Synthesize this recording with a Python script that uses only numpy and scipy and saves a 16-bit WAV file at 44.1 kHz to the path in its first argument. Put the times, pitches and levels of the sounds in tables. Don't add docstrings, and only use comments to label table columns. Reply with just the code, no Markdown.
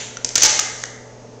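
import sys
import numpy as np
from scipy import signal
from scipy.fft import rfft, irfft, next_fast_len
from scipy.io import wavfile

SR = 44100
rng = np.random.default_rng(int(sys.argv[2]) if len(sys.argv) > 2 else 0)


def pcm_store(signal):
    levels = np.round(np.clip(np.atleast_2d(signal), -1, 1) * 32767)
    wavfile.write(sys.argv[1], SR, levels.astype(np.int16).T)


N = 61739
TIME_S = np.arange(N) / SR

# (frequency [Hz], level [dB])
SNAP_COLOUR = [(100, -27), (400, -22), (800, -15), (1100, -18.5), (1600, -13), (2500, -12.5), (3600, -10),
               (5000, -5.5), (6200, -0.5), (7200, -5.5), (7700, -12.5), (8100, -23.5), (8600, -23.5),
               (9400, -71), (12000, -78.5)]


def from_db(db):
    return 10 ** (np.asarray(db) / 20)


def unit_rms(x):
    return x / np.sqrt(np.mean(x ** 2) + 1e-20)


def at_hz(points, hz):
    point_hz, values = np.transpose(points)
    return np.interp(np.log(hz + 1e-3), np.log(point_hz), values)


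def decay(t60_s):
    return np.exp(-np.log(1000) * np.minimum(TIME_S / t60_s, 10))


def delayed(x, delay_s):
    return np.concatenate([np.zeros(max(int(delay_s * SR), 0)), x])[:N]


def coloured(x, colour):
    size = next_fast_len(N) * 2
    hz = np.arange(size // 2 + 1) * SR / size
    gain = unit_rms(from_db(at_hz(colour, hz)))
    cepstrum = irfft(np.log(gain))
    cepstrum[1:size // 2] *= 2
    cepstrum[size // 2 + 1:] = 0
    return irfft(rfft(x, size) * np.exp(rfft(cepstrum)))[:N]


def burst(t60_s, colour):
    fall = decay(t60_s)
    modes = rfft(rng.standard_normal(N) * fall)
    whitened = irfft(modes / (abs(modes) + 1e-12), N) * decay(4 * t60_s)
    return unit_rms(coloured(whitened, colour)) * np.sqrt(np.mean(fall ** 2))


def ventilation(air_db=-43):
    # (frequency [Hz], rms level [dB])
    motor_tones = [(119.5, -46.5), (242, -53.5), (437, -50.5), (603, -55), (878, -57.5)]
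    # (frequency [Hz], level [dB])
    air_colour = [(25, -5.5), (60, -8), (150, -5), (250, 0), (330, -4.5), (440, 3.5), (620, -1),
                  (850, -7.5), (1100, -12), (2000, -19), (4000, -24.5), (6500, -16), (7600, -27),
                  (8600, -41), (9400, -61)]
    hum = sum(from_db(db) * np.sqrt(2) * np.sin(2 * np.pi * (hz * TIME_S + rng.random()))
              for hz, db in motor_tones)
    return hum + from_db(air_db) * coloured(rng.standard_normal(N), air_colour)


def earlier_echo(level_db=-29, t60_s=0.75):
    # (frequency [Hz], level [dB])
    tail_colour = [(200, -13.5), (700, -4), (1100, -11.5), (1400, -3.5), (3300, -0.5), (5200, -7),
                   (6100, 2), (7300, 0.5), (7900, -18), (8600, -17.5), (9400, -45), (12000, -55)]
    tail = unit_rms(coloured(rng.standard_normal(N), tail_colour))
    return from_db(level_db) * tail * decay(t60_s)


def snaps(treble_hz=4460, attack_s=0.00044, ping_db=-2):
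    # (time [s], level [dB], t60 [s], body gain below the treble [dB])
    buckles = [(0.1697, -24, 0.016, 11), (0.2462, -4, 0.011, -7), (0.2504, -13.5, 0.009, -1),
               (0.2901, -16.5, 0.012, -3), (0.306, -31, .015, 12), (0.3549, 2, 0.012, -5),
               (0.358, -2.5, 0.026, -2.5), (.3790, -9, 0.029, 2), (0.395, -27, 0.0098, -8),
               (.4136, -18, .007, 8), (0.4203, -4.5, 0.033, -7.5), (.4245, -13, 0.015, 16.5),
               (0.4323, 4.5, 0.012, -5), (0.4353, 0, 0.015, 4.5), (.4398, -4.5, 0.017, -5.5),
               (.4471, -7, 0.0099, -6), (.4499, -2, 0.015, 2), (0.4527, -10, 0.031, 3.5),
               (0.4573, -3, 0.015, -3.5), (0.4612, -6.5, 0.021, 3), (0.465, -10.5, 0.03, -4),
               (.4732, -22.5, 0.025, 9), (0.4888, -14, .006, -5), (0.592, -3, 0.0097, 5.5),
               (0.5962, -3.5, .012, -3.5), (0.8373, -12.5, 0.011, 3), (0.8546, -24, 0.013, -4)]
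    colour_hz = np.array(SNAP_COLOUR)[:, 0]
    body_shares = np.clip(np.log2(treble_hz / colour_hz) + 0.5, 0, 1)
    attack = 1 - np.exp(-TIME_S / attack_s)
    out = np.zeros(N)
    for start_s, db, t60_s, body_db in buckles:
        colour = [(hz, colour_db + body_db * share)
                  for (hz, colour_db), share in zip(SNAP_COLOUR, body_shares)]
        ring = burst(t60_s, colour) + from_db(ping_db) * ping(t60_s)
        out += from_db(db) * delayed(attack * ring, start_s)
    return out


def ping(t60_s, centre_hz=6064, spread=0.093, sharp=0.14, sag_s=0.0015):
    settled_hz = centre_hz * (1 + spread * rng.uniform(-1.035, 1))
    hz = settled_hz * (1 + sharp * np.exp(-TIME_S / sag_s))
    return np.sin(2 * np.pi * np.cumsum(hz) / SR) * decay(t60_s)


def pops():
    # (time [s], pitch [Hz], level [dB], t60 [s])
    panel_flips = [(.1700, 1410, -25, 0.028), (.1702, 6000, -22.5, 0.025), (.3600, 1400, -21.5, 0.062),
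                   (.4335, 890.7, -26.5, 0.46), (0.437, 4500, -7.5, 0.022), (.4505, 854.6, -27, 0.48),
                   (.4580, 1610, -18.5, 0.031), (0.5915, 1280, -20, 0.066), (0.8374, 1660, -18.5, 0.012),
                   (0.8382, 1970, -19.5, 0.018)]
    return sum(from_db(db) * delayed(np.sin(2 * np.pi * hz * TIME_S) * decay(t60_s), start_s)
               for start_s, hz, db, t60_s in panel_flips)


def thumps(t60_s=0.031):
    # (time [s], level [dB])
    knocks = [(0.2458, -25.5), (0.3556, -28), (0.3792, -24), (0.4338, -19), (.4500, -22)]
    # (frequency [Hz], level [dB])
    knock_colour = [(30, -6), (80, -4), (200, -8.5), (450, -4), (900, -9.5), (2500, -47.5)]
    return sum(from_db(db) * delayed(burst(t60_s, knock_colour), start_s) for start_s, db in knocks)


def creases(rate_per_s=2200, spread_db=3.5):
    # (time [s], level [dB])
    crease_levels = [(.24, -76), (.30, -51), (0.347, -62), (.37, -27.5), (.42, -20), (0.459, -18.5),
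                     (.52, -22), (0.598, -27.5), (.68, -43), (.84, -38.5), (.92, -63.5)]
    sizes = from_db(spread_db * np.minimum(rng.exponential(1, N), 4))
    signs = rng.choice([-1, 1], N)
    clicks = sizes * signs * (rng.random(N) < rate_per_s / SR)
    envelope = from_db(np.interp(TIME_S, *np.transpose(crease_levels)))
    return unit_rms(coloured(clicks, SNAP_COLOUR)) * envelope


def room_response(level_db=-4, build_s=0.0041, delay_s=0.004):
    # (frequency [Hz], t60 [s])
    reverb_times = [(100, 0.78), (700, 1.07), (1900, 0.88), (3000, 0.61), (6000, 0.81), (9000, 0.66)]
    # (frequency [Hz], level [dB])
    echo_colour = [(100, -3), (800, 5), (2000, 7), (4000, 2), (6500, -1.5), (9000, 3)]
    noise = rfft(rng.standard_normal(N))
    hz = np.arange(N // 2 + 1) * SR / N
    centres_hz = np.geomspace(100, 10000, 12)
    nearest_band = np.argmin(abs(np.log((hz + 1) / centres_hz[:, None])), axis=0)
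    tail = sum(irfft(noise * (nearest_band == band), N) * decay(at_hz(reverb_times, centre_hz))
               for band, centre_hz in enumerate(centres_hz))
    tail = coloured(tail * (1 - np.exp(-TIME_S / build_s)), echo_colour)
    return from_db(level_db) * delayed(unit_rms(tail), delay_s) / np.sqrt(N)


def scene(panel_send_db=-6):
    crush = snaps() + thumps() + creases()
    panels = pops()
    echo = signal.fftconvolve(crush + from_db(panel_send_db) * panels, room_response())[:N]
    return (crush + panels + echo + earlier_echo() + ventilation())[None]


def record(dry, mic_top_hz=9900, ceiling=0.72, knee_order=8, cutoff_hz=16900):
    mic_lowpass = signal.cheby2(10, 45, mic_top_hz, fs=SR, output="sos")
    output_lowpass = signal.cheby2(12, 70, cutoff_hz, fs=SR, output="sos")
    oversampled = signal.resample_poly(signal.sosfilt(mic_lowpass, dry), 2, 1, axis=1)
    clipped = oversampled / (1 + abs(oversampled / ceiling) ** knee_order) ** (1 / knee_order)
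    return signal.sosfilt(output_lowpass, signal.resample_poly(clipped, 1, 2, axis=1))


dry = scene()
out = record(dry)
pcm_store(out)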